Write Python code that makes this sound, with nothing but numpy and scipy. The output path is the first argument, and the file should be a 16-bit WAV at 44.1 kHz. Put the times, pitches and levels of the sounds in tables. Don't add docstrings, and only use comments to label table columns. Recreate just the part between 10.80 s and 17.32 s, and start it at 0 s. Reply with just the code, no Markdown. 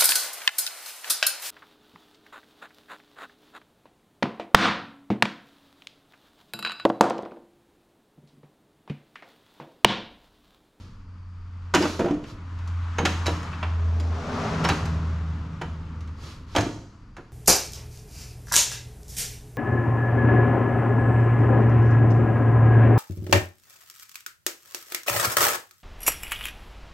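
import sys
import numpy as np
from scipy import signal
from scipy.fft import rfft, irfft
from scipy.io import wavfile

SR = 44100
rng = np.random.default_rng(int(sys.argv[2]) if len(sys.argv) > 2 else 0)


def digitize_waveform(pressure):
    field = np.atleast_2d(pressure).T
    bounded = np.clip(field, -1, 1)
    quanta = np.round(bounded * 32767).astype(np.int16)
    wavfile.write(sys.argv[1], SR, quanta)


N = 287532


# (frequency [Hz], relative level [dB])
HISS_SPECTRUM = [(1180, -40.5), (2000, -30.5), (2870, -57.5), (4570, 14.5), (5320, 5.5), (6620, -3),
                 (15000, -19.5)]
HISS_DB = -75
# (frequency [Hz], relative level [dB])
AIR_SPECTRUM = [(12, -42), (20, -4.5), (48, -8), (65, -14.5), (84, -33), (140, -120)]
AIR_DB = -48.5
# (frequency [Hz], gain [dB])
CAPSULE_COLOUR = [(20, 1.5), (7000, -1.5), (8300, -7), (15000, -1)]
CUTOFF_HZ = 15400
# (frequency [Hz], side minus mid [dB])
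STEREO_SPREAD = [(60, -45.5), (130, -67), (290, -22), (630, -12.5), (1390, -9), (3060, -4.5), (6710, -13.5),
                 (14700, -2)]

WHISTLE_HZ, WHISTLE_WIDTH_HZ, WHISTLE_DB = 4650, 260, -84

# (frequency [Hz], left minus right [dB])
OUTSIDE_LEAN = [(60, 0.0), (180, 0.0), (540, 1.0), (1630, 2.5), (4900, 1.5), (14700, 3.0)]
# (time [s], rumble level [dB], tyre whine level [dB])
ROAD_LEVELS = [(0.0, -48.5, -61), (0.5, -58, -61.5), (0.9, -52.5, -55.5), (1.5, -47.5, -54),
               (2.0, -49, -47), (2.5, -39.5, -39), (3.0, -46, -46), (3.25, -43.5, -48), (3.6, -37, -36),
               (3.92, -32.5, -34.5), (4.12, -38, -43), (4.45, -41, -48), (5.121, -44, -53),
               (5.54, -46, -56.5), (6.52, -55.5, -64.5)]
# (frequency [Hz], relative level [dB])
RUMBLE_SPECTRUM = [(35, -29), (60, -9.5), (100, -1.5), (135, -7.5), (289, -13), (344, -24.5), (525, -25.5),
                   (700, -55), (910, -75), (1540, -120)]
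# (frequency [Hz], relative level [dB])
WHINE_SPECTRUM = [(290, -59.5), (500, -35), (576, -12.5), (745, -13.5), (922, -4.5), (1250, -2.5),
                  (1680, -10.5), (4740, -24), (6300, -27), (7060, -29), (7910, -31), (15000, -56.5)]
# (frequency [Hz], relative level [dB])
ROAR_SPECTRUM = [(130, -41), (220, 11.5), (342, -12.5), (401, 6.5), (496, -4), (646, 2), (2430, -22.5),
                 (5680, -21), (12100, -45.5), (15000, -73)]
PASS_S, PASS_WIDTH_S, PASS_DB, PASS_FALL_DB = 3.676, 0.29, -29, 22
# (time [s], firing rate [Hz], fundamental level [dB])
EXHAUST_NOTE = [(0.0, 89.6, -42.5), (0.13, 89.6, -52), (0.27, 89.3, -43), (0.95, 87.3, -36.5),
                (1.2, 86.8, -39), (1.46, 87, -64), (1.6, 86.7, -38.5), (1.96, 85.8, -27),
                (2.2, 85.7, -31.5), (2.54, 84.2, -27), (2.6, 84.1, -38.5), (2.79, 83.6, -34.5),
                (2.86, 83.3, -27), (3.08, 83, -23), (3.33, 81.9, -25.5), (3.48, 80.8, -41.5),
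                (3.68, 80.4, -48), (3.75, 81.1, -37), (4.22, 80.6, -25.5), (4.62, 79.8, -32),
                (4.75, 80.2, -45.5), (4.9, 80, -34.5), (5.12, 80, -39), (5.29, 79.6, -32), (5.4, 77.6, -43),
                (5.48, 75.6, -38), (5.56, 75, -60), (5.62, 78, -41)]
# (time [s], level [dB])
EXHAUST_SECOND_ORDER = [(2.5, -41.5), (2.98, -52.5), (3.46, -45.5), (3.82, -30.5), (3.92, -34.5),
                        (4.25, -33.5), (4.35, -42.5), (4.7, -40.5), (5.26, -50), (5.65, -66)]

# (frequency [Hz], t60 [s])
WORKSHOP_T60 = [(100, 0.82), (500, 0.57), (2000, 0.41), (6000, 0.73), (12000, 0.55)]
ROOM_EDGES_HZ = 22 * 2 ** np.arange(0, 9.6, .5)
# (frequency [Hz], left minus right [dB])
STEEL_LEAN = [(60, 0.0), (130, 0.0), (290, -0.5), (630, -1.0), (1390, -1.0), (3060, -1.5), (6710, -0.5),
              (14700, 1.0)]
# (frequency [Hz], lead of left [rad])
STEEL_PHASE = [(0, 0), (2500, -0.081), (5860, 0.35), (11700, 0.36), (12400, 0.3), (13300, -0.2),
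               (13500, 0.1), (14900, 0.0)]

# (start [s], swell [s], hold [s], fade [s], level held [dB])
SCRAPE_STROKES = [(-0.1, 0.055, 0.07, 0.23, -55), (0.987, 0.037, 0.064, 0.23, -35.5),
                  (1.403, 0.082, 0.027, 0.076, -49), (5.356, 0.082, .07, 0.15, -45),
                  (5.666, 0.12, .01, 0.016, -41)]
# (frequency [Hz], relative level [dB])
SCRAPE_SPECTRUM = [(180, -34), (300, -4), (814, -12), (1090, -6.5), (1370, -6.5), (1490, -14.5),
                   (4540, -10), (11900, -27), (15000, -42)]
SCRAPE_RANGE_DB = 20

# (frequency [Hz], relative level [dB], t60 [s])
CLAMP_MODES = [(3200, -10, .06), (3900, -9, .1), (4900, -8, .06), (5420, -8, .14), (5950, -3, .05),
               (6480, -4, .15)]
# (time [s], peak level [dB], pitch favoured [Hz])
CLAMP_PINGS = [(1.0241, -12.5, 5070), (1.3104, -44, 5950), (2.1836, -24.5, 6370), (2.466, -16, 3900),
               (3.1991, -28, 4780), (3.8478, -19, 5330), (3.901, -14, 3820), (5.762, -5, 3296),
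               (5.7824, -23.5, 6740)]

# (frequency [Hz], relative level [dB], t60 [s])
RAIL_MODES = [(98, -4, .15), (160, -4, .15), (190, -2, .15), (215, -6, .12), (265, -2, .14), (292, 0, .14),
              (328, 0, .14), (350, 0, .14), (380, -4, .12), (409, -6, .12), (458, -3, .12), (555, -5, .1),
              (598, -5, .1), (684, -3, .1), (740, -2, .1), (908, -1, .1), (969, -1, .1), (1012, -3, .08),
              (1150, -3, .08), (1190, -3, .08), (1413, -2, .09), (1500, -5, .06), (1709, -3, .07),
              (1860, -5, .06), (1978, -5, .06), (2190, -5, .06), (2503, -2, .08), (2632, -3, .07),
              (3050, -4, .06)]
# (time [s], thud level [dB],
# pitch favoured by the struck spot [Hz], crack level [dB], crack brightness [dB per octave])
STEEL_BLOWS = [(0.939, -13, 1020, -24, 3.5), (0.947, -12.5, 304, -16.5, 2.5),
               (0.9547, -24.5, 342, -19, -27), (0.9726, -17.5, 286, -28, -20), (1.0038, -18, 372, -29, -11),
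               (1.0243, -19, 910, -31, 1.5), (1.0315, -17.5, 323, -40, -2), (1.053, -23, 975, -39, 1),
               (1.1929, -12, 370, -38, 3.5), (1.2045, -17, 410, -31, -8), (1.2443, -17.5, 365, -43, -4),
               (1.2577, -21.5, 557, -42, -2), (1.2842, -25.5, 694, -39, -12), (1.3086, -19, 300, -41.5, -2),
               (1.3393, -32, 245, -44.5, -3), (1.4389, -45, 193, -39.5, -8.5),
               (1.7875, -48, 179, -49.5, -2), (1.8746, -57, 200, -50, 7), (2.1847, -17, 810, -22, -9.5),
               (2.199, -20.5, 200, -45, -6), (2.229, -19, 213, -46, -8), (2.2513, -46, 880, -18.5, -4),
               (2.2545, -22, 760, -17, -2.5), (2.4583, -36, 710, -26, -3), (2.4654, -29, 710, -25.5, 2.5),
               (2.4798, -20, 482, -28, -21), (2.6295, -35, 880, -44, 2), (2.729, -41, 191, -34.5, -23),
               (2.828, -26.5, 1160, -27, -19), (3.1986, -36, 407, -40, 2), (3.8403, -30.5, 340, -27.5, -1),
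               (3.8478, -16, 830, -20, -7), (3.8875, -19.5, 930, -18, -2), (3.8991, -23, 388, -20.5, -12),
               (4.0547, -33, 1020, -38.5, 3), (4.814, -24.5, 895, -32.5, -5), (5.2063, -52, 200, -51, 2.5),
               (5.2742, -53, 190, -50.5, -0.5), (5.7508, -19, 665, -30, -2), (5.7615, -16, 697, -18, -1.5),
               (5.7761, -15.5, 750, -42, -9), (5.7824, -9.5, 102, -23, -5), (5.8074, -24, 162, -33.5, 5),
               (5.824, -21.5, 264, -46, -11), (5.8613, -26.5, 352, -39, -12),
               (6.366, -36, 1150, -49.5, 2.5), (6.3824, -33.5, 400, -53, -16)]
THUD_FALLS_DB = 7, 10
CRACK_HZ, CRACK_TOP_HZ, CRACK_FALLS_DB = 2380, 5450, (5.5, 17.5)
# (low edge [Hz], high edge [Hz])
RATTLE_BANDS = [(1700, 3400), (90, 220), (220, 430), (430, 850), (850, 1700), (3400, 7500), (7500, 12500)]
# (frequency [Hz], t60 [s])
RATTLE_DECAY = [(140, 0.13), (600, .1), (1200, 0.14), (2400, 0.073), (9700, 0.047)]


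def from_db(db):
    return 10 ** (np.asarray(db) / 20)


def rms_one(x):
    return x / np.sqrt(np.mean(x ** 2) + 1e-20)


def in_time(rows, **ends):
    s, *columns = np.transpose(rows)
    return [np.interp(np.arange(N) / SR, s, c, **ends) for c in columns]


def at_hz(points, hz):
    point_hz, value = np.array(points).T
    return np.interp(np.log(hz), np.log(point_hz), value)


def spectrum_hz():
    return np.maximum(np.arange(N // 2 + 1) * SR / N, 1)


def drift(rate_hz):
    r = np.exp(-80 * np.pi * rate_hz / SR)
    white = rng.standard_normal(N // 40 + 2002)
    slow = signal.lfilter([1], [1, -2 * r, r * r], white)[2000:]
    return np.interp(np.arange(N) / 40, np.arange(len(slow)), rms_one(slow))


def band(x, low, high):
    return signal.sosfilt(signal.butter(2, [low, high], "band", fs=SR, output="sos"), x)


def stereo(mid, side, hz):
    return mid + from_db(at_hz(STEREO_SPREAD, hz)) * side * [[1], [-1]]


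def coloured(white, spectrum):
    hz = spectrum_hz()
    shape = from_db(at_hz([(0.64, -82)] + list(spectrum) + [(SR, -120)], hz))
    mid, side = rfft(white) * shape
    return rms_one(irfft(stereo(mid, side, hz), N))


def leaning(x, lean, phase):
    hz = spectrum_hz()
    half = from_db(at_hz(lean, hz) / 2) * np.exp(.5j * at_hz(phase, hz))
    return irfft(rfft(x) * [half, 1 / half], N)


def hiss():
    return from_db(HISS_DB) * coloured(rng.standard_normal((2, N)), HISS_SPECTRUM)


def moving_air():
    return from_db(AIR_DB) * coloured(rng.standard_normal((2, N)), AIR_SPECTRUM)


def whistle():
    edges = WHISTLE_HZ - WHISTLE_WIDTH_HZ / 2, WHISTLE_HZ + WHISTLE_WIDTH_HZ / 2
    narrow = band(band(rng.standard_normal(N), *edges), *edges)
    return from_db(WHISTLE_DB) * rms_one(narrow)


def road():
    rumble_db, whine_db = in_time(ROAD_LEVELS)
    from_pass = (np.arange(N) / SR - PASS_S) / PASS_WIDTH_S
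    roar_db = PASS_DB - PASS_FALL_DB * np.log10(1 + from_pass ** 2)
    layers = [(rumble_db, RUMBLE_SPECTRUM, 2.5), (whine_db, WHINE_SPECTRUM, 1.5),
              (roar_db, ROAR_SPECTRUM, -1.5)]
    out = np.zeros((2, N))
    for level_db, spectrum, trim_db in layers:
        gain = from_db(level_db + trim_db + 0.56 * drift(27))
        out += gain * coloured(rng.standard_normal((2, N)), spectrum)
    return out


def exhaust():
    hz, first_db = in_time(EXHAUST_NOTE)
    after_last = np.maximum(np.arange(N) / SR - EXHAUST_NOTE[-1][0], 0)
    first_db = first_db - 40 * after_last
    second_db, = in_time(EXHAUST_SECOND_ORDER, left=-62, right=-84)
    turn = 2 * np.pi * np.cumsum(hz * (1 + 0.0037 * drift(11.0))) / SR
    first = from_db(first_db + 0.59 * drift(42)) * np.sin(turn)
    second = from_db(second_db + 3.5 * drift(44)) * np.sin(2 * turn)
    return np.sqrt(2) * (first + second)


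def workshop(x, tail_db):
    t = np.arange(SR) / SR
    white = rng.standard_normal((2, 2, SR))
    response = np.zeros((2, SR))
    build = 1 - np.exp(-t / 0.0009)
    for k, (low, high) in enumerate(zip(ROOM_EDGES_HZ, ROOM_EDGES_HZ[1:])):
        hz = np.sqrt(low * high)
        decay = from_db(tail_db - 60 * t / at_hz(WORKSHOP_T60, hz))
        mid, side = band(white[k % 2], low, high) * build * decay
        response += stereo(mid, side, hz)
    response[:, 0] += 1
    return signal.fftconvolve(x[None], response)[:, :N]


def scrapes():
    stroke = np.zeros(N)
    for s, swell, hold, fade, db in SCRAPE_STROKES:
        held = s + swell
        release = held + hold
        shape = [(s, -SCRAPE_RANGE_DB), (held, 0), (release, 0), (release + fade, -SCRAPE_RANGE_DB)]
        shape_db, = in_time(shape, left=-99, right=-99)
        stroke += from_db(db + shape_db)
    grit = rng.standard_normal((2, N)) * from_db(1.4 * rng.exponential(1, N))
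    return stroke * coloured(grit, SCRAPE_SPECTRUM)


def ring(clicks, hz, t60):
    r, w = from_db(-60 / (t60 * SR)), 2 * np.pi * hz / SR
    return signal.lfilter([0, np.sin(w)], [1, -2 * r * np.cos(w), r * r], clicks + 1e-18)


def struck(modes, times, level_db_at, spread_db):
    at = np.round(times * SR).astype(int)
    chance = rng.standard_normal((len(at), len(modes), 2))
    out = np.zeros(N)
    for k, (hz, mode_db, t60) in enumerate(modes):
        strength_db = level_db_at(hz) + mode_db + spread_db * chance[:, k, 0]
        clicks = np.zeros(N)
        clicks[at] = from_db(strength_db) * np.sign(chance[:, k, 1])
        out += ring(clicks, hz, t60)
    return out


def clamp():
    s, peak_db, spot_hz = np.transpose(CLAMP_PINGS)

    def level_db(hz):
        return peak_db - 200 * np.abs(np.log(hz / spot_hz))

    return struck(CLAMP_MODES, s, level_db, spread_db=1)


def contact_db(hz):
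    _, thud_db, spot_hz, crack_db, bright_db = np.transpose(STEEL_BLOWS)
    octaves = np.log2(hz / spot_hz)
    thud_db = thud_db - np.where(octaves < 0, -THUD_FALLS_DB[0], THUD_FALLS_DB[1]) * octaves
    below = min(np.log2(hz / CRACK_HZ), 0)
    above = max(np.log2(hz / CRACK_TOP_HZ), 0)
    between = np.log2(np.clip(hz, CRACK_HZ, CRACK_TOP_HZ) / CRACK_HZ)
    crack_db = crack_db + CRACK_FALLS_DB[0] * below - CRACK_FALLS_DB[1] * above + bright_db * between
    return 10 * np.log10(from_db(thud_db) ** 2 + from_db(crack_db) ** 2)


def rail():
    s, spot_hz = np.array(STEEL_BLOWS)[:, [0, 2]].T

    def level_db(hz):
        return contact_db(hz) + np.maximum(7 - 40 * np.abs(np.log(hz / spot_hz)), 0)

    return struck(RAIL_MODES, s, level_db, spread_db=5.5)


def rattle():
    s = np.array(STEEL_BLOWS)[:, 0]
    t = np.arange(SR // 2) / SR
    roughness = from_db(0.65 * rng.exponential(1, N))
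    out = np.zeros(N)
    for low, high in RATTLE_BANDS:
        hz = np.sqrt(low * high)
        onset = 1 - np.exp(-t / (0.00044 + 0.71 / hz))
        dying = onset * from_db(-60 * t / max(at_hz(RATTLE_DECAY, hz), .005))
        hits = np.zeros(N)
        hits[(s * SR).astype(int)] = from_db(contact_db(hz)) ** 2
        power = np.maximum(signal.fftconvolve(hits, dying ** 2)[:N], 0)
        grit = rms_one(band(rng.standard_normal(N) * roughness, low, high))
        out += band(grit * np.sqrt(power), low / 1.57, high * 1.75)
    return out


def blows():
    return from_db(-13.5) * rail() + from_db(-3) * rattle()


def scene():
    steel = workshop(blows(), tail_db=-37.5) + clamp() + scrapes()
    outside = exhaust() + road() + whistle()
    outside_phase = [(1, 0.0017)]
    return leaning(steel, STEEL_LEAN, STEEL_PHASE) + leaning(outside, OUTSIDE_LEAN, outside_phase)


def record(dry):
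    heard = irfft(rfft(dry) * from_db(at_hz(CAPSULE_COLOUR, spectrum_hz())), N)
    top_cut = signal.cheby2(12, 70, CUTOFF_HZ, fs=SR, output="sos")
    return signal.sosfilt(top_cut, heard + hiss() + moving_air())


dry = scene()
out = record(dry)
digitize_waveform(out)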